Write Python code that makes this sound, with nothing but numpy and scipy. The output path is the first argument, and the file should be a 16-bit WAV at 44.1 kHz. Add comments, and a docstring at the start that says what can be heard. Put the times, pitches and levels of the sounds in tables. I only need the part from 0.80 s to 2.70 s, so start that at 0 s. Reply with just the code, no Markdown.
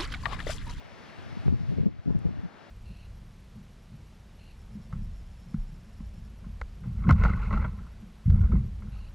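"""Windy open beach

A camera on an open beach: waves break some way off to the left in a steady wash, made of bands of noise.
Gusts push the two microphone ports in opposite directions: noise rumbles and swinging thumps buffet them.
Snaps, one thin tick and a faint electronic whine are added.
Loud moments make the gain control duck everything, the surf too, which then creeps back; peaks are squashed.
"""
import sys
import numpy as np
from scipy import signal
from scipy.fft import rfft, irfft, next_fast_len
from scipy.io import wavfile
from scipy.ndimage import uniform_filter1d

SR = 44100
rng = np.random.default_rng(int(sys.argv[2]) if len(sys.argv) > 2 else 0)


def master(y):
    """Save y as 16-bit WAV."""
    cut = np.clip(np.atleast_2d(y).T, -1, 1)
    pcm = np.round(cut * 32767)  # scale
    wavfile.write(sys.argv[1], SR, pcm.astype(np.int16))


N = 83790   # length in samples
TIME = np.arange(N) / SR   # seconds


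def amp(db):
    """Turn decibels into a gain."""
    return 10 ** (np.asarray(db) / 20)


def rms_one(x):
    """Scale a sound to an rms level of 1."""
    return x / np.sqrt(np.mean(x ** 2) + 1e-20)


def in_time(rows):
    """Join the points of a curve by straight lines and read it at every sample."""
    return np.interp(TIME, *np.transpose(rows))


def at_hz(points, hz):
    """Read a curve over frequency, with pitch spaced evenly by octaves."""
    point_hz, values = np.array(points).T
    return np.interp(np.log(hz), np.log(point_hz), values)


def drift(rate_hz):
    """Slow random wandering with a spread of 1: smoothed noise made at every 20th sample."""
    r = np.exp(-2 * np.pi * rate_hz * 20 / SR)
    noise = rng.standard_normal(N // 20 + 3002)
    slow = signal.lfilter([1], [1, -2 * r, r * r], noise)[3000:]   # drop the filter's start-up
    return np.interp(np.arange(N) / 20, np.arange(len(slow)), rms_one(slow))


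def band(x, low_hz, high_hz):
    """Keep only the sound between two frequencies."""
    return signal.sosfilt(signal.butter(2, [low_hz, high_hz], "band", fs=SR, output="sos"), x)


def coloured(spectrum):
    """Noise shaped by a spectrum, falling away steeply beyond both ends of it, with rms 1."""
    hz = np.maximum(np.fft.rfftfreq(N, 1 / SR), 1)
    fall_above_db = 24 * np.log2(np.maximum(hz / spectrum[-1][0], 1))   # 24 dB per octave
    fall_below_db = 12 * np.log2(np.maximum(spectrum[0][0] / hz, 1))    # 12 dB per octave
    gain = amp(at_hz(spectrum, hz) - fall_above_db - fall_below_db)
    return rms_one(irfft(rfft(rng.standard_normal(N)) * gain, N))


# Thumps of wind on the ports. Each row: centre in seconds, height in dB at the left port before
# gain control, length in seconds, middle pitch in Hz, level of the rough edge in dB relative to the height.
BUFFETS = [(0.391, -33, 0.012, 69, -20), (0.478, -38, 0.0085, 101.7, -31), (0.529, -26.5, 0.0039, 120, -24),
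           (0.573, -23, 0.006, 196, -15.5), (0.603, -27, 0.013, 98, -34), (0.662, -16.5, 0.0088, 168, -16),
           (.6836, -7.5, 0.0045, 157, -17.5), (0.706, -16, 0.0059, 108, -24),
           (0.7272, -10, 0.0061, 196, -16.5), (0.742, -10, 0.0099, 111, -21), (0.759, -18, 0.022, 124, -26),
           (.811, -15.5, 0.011, 145.2, -23), (0.836, -18.5, 0.01, 110.5, -27),
           (0.894, -12, 0.014, 109.4, -28), (0.92, -16, .018, 168.5, -10.5),
           (0.974, -19.5, 0.008, 120, -20), (0.9845, -10.5, 0.0053, 192, -9.5),
           (0.997, -18.5, 0.0035, 205, -5.5), (1.008, -11, 0.009, 161, -22),
           (1.034, -18.5, 0.0066, 207, -6.5), (1.0655, -8, 0.012, 212, -12.5),
           (1.086, -14, 0.0079, 125.5, -15), (1.193, -19.5, 0.0096, 93.4, -32),
           (1.261, -16, 0.0041, 198, -12), (1.277, -10.5, 0.0085, 154, -13), (1.290, -17, 0.0092, 162, -7),
           (1.3066, -3, 0.0059, 173.5, -15), (1.354, -8.5, 0.0078, 142, -15),
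           (1.367, -6.5, 0.0063, 127, -34), (1.458, -12.5, 0.013, 158, -8.5), (1.491, -15, 0.008, 167, -10),
           (1.51, -21.5, 0.0031, 198, -33), (1.555, -27, 0.01, 141.5, -22),
           (1.59, -16.5, 0.013, 103.1, -19.5), (1.638, -21.5, 0.011, 182, -19),
           (1.655, -17.5, 0.0098, 199, -19)]
PITCH_WOBBLE, WOBBLE_HZ = .14, 60   # share by which the pitch wanders, and how fast
TAIL_STRETCH = 1.39   # the fall lasts longer than the rise by this factor


def buffets():
    """A few uneven swings of pressure per buffet, a suck then a push; also the outline of the rough edges."""
    swings, edge = np.zeros(N), np.zeros(N)
    pace = np.exp(PITCH_WOBBLE * drift(WOBBLE_HZ) - PITCH_WOBBLE ** 2 / 2)
    uneven_time = np.cumsum(pace) / SR
    for centre_s, height_db, length_s, hz, edge_db in BUFFETS:
        width = np.where(TIME < centre_s, length_s, TAIL_STRETCH * length_s) / 2
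        shape = amp(height_db) * np.exp(-((TIME - centre_s) / width) ** 2 / 2)
        since_centre = uneven_time - uneven_time[int(centre_s * SR)]
        swings += shape * np.sin(2 * np.pi * hz * since_centre)
        edge += amp(edge_db) * shape
    return swings, edge


# Strength of the rumble between buffets. Each row: time in seconds, base level in dB.
GUST = [(0, -53), (.34, -54.5), (.39, -46), (.55, -42), (.63, -40.5), (.69, -19), (.78, -30), (.87, -28.5),
        (.94, -26), (1.0, -22), (1.09, -23.5), (1.14, -34.5), (1.245, -45), (1.28, -15.5), (1.325, -20.5),
        (1.343, -31.5), (1.37, -21.5), (1.42, -28.5), (1.48, -23.5), (1.56, -30), (1.66, -36.5), (1.7, -54),
        (1.9, -61)]
# Colour of the rumble. Each row: frequency in Hz, relative level in dB per Hz.
RUMBLE = [(20, -13), (45, -12), (90, 1), (170, -8), (240, -9), (400, -23.5), (800, -42.5)]
# Colour of the deepest rumble. 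Each row: frequency in Hz, relative level in dB per Hz.
DEEP = [(15, -8), (35, -12), (70, 9), (110, -9.5)]
# Colour of the rough edges. Each row: frequency in Hz, relative level in dB per Hz.
EDGE = [(150, -1.5), (280, -0.5), (450, -7), (700, -18), (1200, -41)]
RUMBLE_LUMPS_DB, RUMBLE_LUMPS_HZ = 2.5, 38   # random unevenness of the rumble, and how fast
DEEP_DB, DEEP_FOLLOWS = -26.5, 0.51   # the deepest rumble follows the gust's dB by this share
WIND_RIGHT_DB = -3   # the right port is weaker
WIND_SHARED_DB, SHARED_EDGE_DB = -15.5, 2.5   # wind pushing both ports alike, and its extra edge


def wind_noise(edge, gust_db, edge_db):
    """Rough edges, rumble and deepest rumble, each as its own coloured noise."""
    rough = amp(edge_db) * edge * coloured(EDGE)
    lumps_db = RUMBLE_LUMPS_DB * drift(RUMBLE_LUMPS_HZ)
    rumble = amp(gust_db + lumps_db) * coloured(RUMBLE)
    deep = amp(DEEP_DB + DEEP_FOLLOWS * gust_db) * coloured(DEEP)
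    return rough + rumble + deep


def wind():
    """Buffets push the two ports in opposite directions; rumble and edges mostly so, a little shared."""
    gust_db = in_time(GUST)
    swings, edge = buffets()
    opposed = swings + wind_noise(edge, gust_db, 0)
    shared = amp(WIND_SHARED_DB) * wind_noise(edge, gust_db, SHARED_EDGE_DB)
    return (opposed * [[1], [-1]] + shared) * amp([[0], [WIND_RIGHT_DB]])


# Sharp snaps close to hard buffets. Each row: start in seconds, left level in dB before the decay, pitch in Hz.
SNAPS = [(.6807, -14.5, 460), (1.2965, -26, 860), (1.3035, -28, 900)]
SNAP_DECAY_S, SNAP_RIGHT = .0014, -.1   # the right port gets this share, turned over


def snaps():
    """Each snap is a swing of pressure that dies away very quickly."""
    out = np.zeros(N)
    for start_s, level_db, hz in SNAPS:
        since = np.maximum(TIME - start_s, 0)
        out -= amp(level_db) * np.exp(-since / SNAP_DECAY_S) * np.sin(2 * np.pi * hz * since)
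    return out * [[1], [SNAP_RIGHT]]


# Swell of the surf. Each row: time in seconds, level in dB rms before gain control.
SWELL = [(0, -50), (.3, -48), (.65, -48), (.9, -47), (1.1, -51), (1.3, -48), (1.5, -45), (1.7, -45.5),
         (1.9, -46)]
# Colour of the surf. Each row: frequency in Hz, relative level in dB.
SURF = [(100, 1), (220, 3.5), (420, -1.5), (700, 1), (1050, -6), (1400, -4.5), (2200, -8), (3300, -14.5),
        (5000, -18.5), (7000, -32.5), (10000, -34.5), (15000, -50)]
# How alike left and right are. Each row: frequency in Hz, likeness from 0 to 1.
SURF_LIKENESS = [(150, 0.17), (500, 0.22), (1000, 0.34), (2000, 0.57), (4000, 0.98), (6000, 0.22),
                 (9000, 0.087), (15000, 0.33)]
# Balance of the surf. Each row: frequency in Hz, left minus right in dB.
SURF_BALANCE = [(100, -1.5), (300, 1), (700, 3.5), (1200, 9), (2000, 5.5), (3300, 3.5), (5500, 2),
                (9000, -1)]
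# The wash grows duller and brightens again. Each row: time in seconds, change above 2 kHz in dB.
SURF_TREBLE = [(0, 0.5), (.7, 0.5), (1.0, 2), (1.25, 0), (1.45, -1.5), (1.7, -2.5), (1.9, 0)]
SURF_LAG_S = 3.2e-5   # the right port hears the waves later
# flicker of each band alone, of all bands together, and of the foam above 5 kHz
SURF_PATCHY_DB, SURF_TOGETHER_DB, FOAM_PATCHY_DB = .8, .3, .6


def surf():
    """Breaking waves: third-octave bands of stereo noise, each with its own flicker, likeness and balance."""
    out, together, foam = 0, drift(6), drift(10)
    treble_db = in_time(SURF_TREBLE)
    edges = 90 * 2 ** np.arange(0, 7.6, 1 / 3)
    white = rng.standard_normal((2, 3, N))   # two sets, so neighbouring bands differ
    lag = np.exp(-2j * np.pi * np.fft.rfftfreq(N, 1 / SR) * SURF_LAG_S)
    late = irfft(rfft(white[:, :1]) * lag, N)
    white = np.concatenate([white, late], axis=1)
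    for k, (low, high) in enumerate(zip(edges, edges[1:])):
        common, left, right, delayed = band(white[k % 2], low, high)
        hz = np.sqrt(low * high)
        alike = np.clip(at_hz(SURF_LIKENESS, hz), 0, 1)
        same = np.sqrt(alike) * np.array([common, delayed])
        separate = np.sqrt(1 - alike) * np.array([left, right])
        flicker_db = SURF_PATCHY_DB * drift(8.5) + SURF_TOGETHER_DB * together
        flicker_db = flicker_db + FOAM_PATCHY_DB * foam * (hz > 5000) + treble_db * (hz > 2000)
        balance_db = at_hz(SURF_BALANCE, hz) / 2 * np.array([[1], [-1]])
        out = out + (same + separate) * amp(at_hz(SURF, hz) + flicker_db + balance_db)
    return amp(in_time(SWELL)) * rms_one(out)


TICK_S, TICK_HZ, TICK_DECAY_S = 1.389, 7600, .005
TICK_DB = -52   # gain on the band-passed burst


def tick():
    """One thin tick in the treble: a short burst of noise that dies away, kept to a bright band."""
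    since = TIME - TICK_S
    fade = np.exp(-np.maximum(since, 0) / TICK_DECAY_S) * (since > 0)
    burst = rng.standard_normal((2, N)) * fade
    return amp(TICK_DB) * band(burst + 1e-18, TICK_HZ * .8, TICK_HZ * 1.4)


# Whine of the camera electronics. Each row: pitch in Hz, level in dB rms before gain control.
WHINE = [(13238, -103), (15735, -99)]


def whine():
    """Faint steady pure tones, the same on both sides."""
    return sum(np.sqrt(2) * amp(db) * np.sin(2 * np.pi * hz * TIME) for hz, db in WHINE)


def scene():
    """Wind, snaps, surf, tick and whine all sound together."""
    return wind() + snaps() + surf() + tick() + whine()


DUCK_FROM_DB, DUCK_SLOPE = -16, 1.128   # ducking starts here; dB of cut per dB above it
DUCK_LISTENS_S, DUCK_ATTACK_S, DUCK_RELEASE_S = 0.011, 0.01, 0.87
CLIP, CLIP_KNEE = .315, 12   # loudest possible swing before the top is cut; higher knee bends more sharply
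CUTOFF_HZ = 15800


def record(dry):
    """Gain control ducks after loud moments and recovers slowly; what slips past is squashed; the top is cut."""
    outline = np.abs(signal.hilbert(dry, next_fast_len(N))[:, :N])
    power = np.mean(outline ** 2, axis=0)
    level_db = 10 * np.log10(uniform_filter1d(power, max(int(DUCK_LISTENS_S * SR), 1)) + 1e-12)
    over_db = np.maximum(DUCK_SLOPE * (level_db - DUCK_FROM_DB), 1e-3)
    # hold each peak of the cut and let it shrink exponentially
    ramp = TIME / DUCK_RELEASE_S
    held_db = np.exp(np.maximum.accumulate(np.log(over_db) + ramp) - ramp)
    r = np.exp(-1 / (DUCK_ATTACK_S * SR))
    cut_db = signal.lfilter([(1 - r) ** 2], [1, -2 * r, r * r], held_db)   # smooth the onset
    ducked = dry * amp(-cut_db)
    squashed = ducked / (1 + np.abs(ducked / CLIP) ** CLIP_KNEE) ** (1 / CLIP_KNEE)
    return signal.sosfilt(signal.ellip(12, .5, 60, CUTOFF_HZ, fs=SR, output="sos"), squashed)


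dry = scene()
out = record(dry)
master(out)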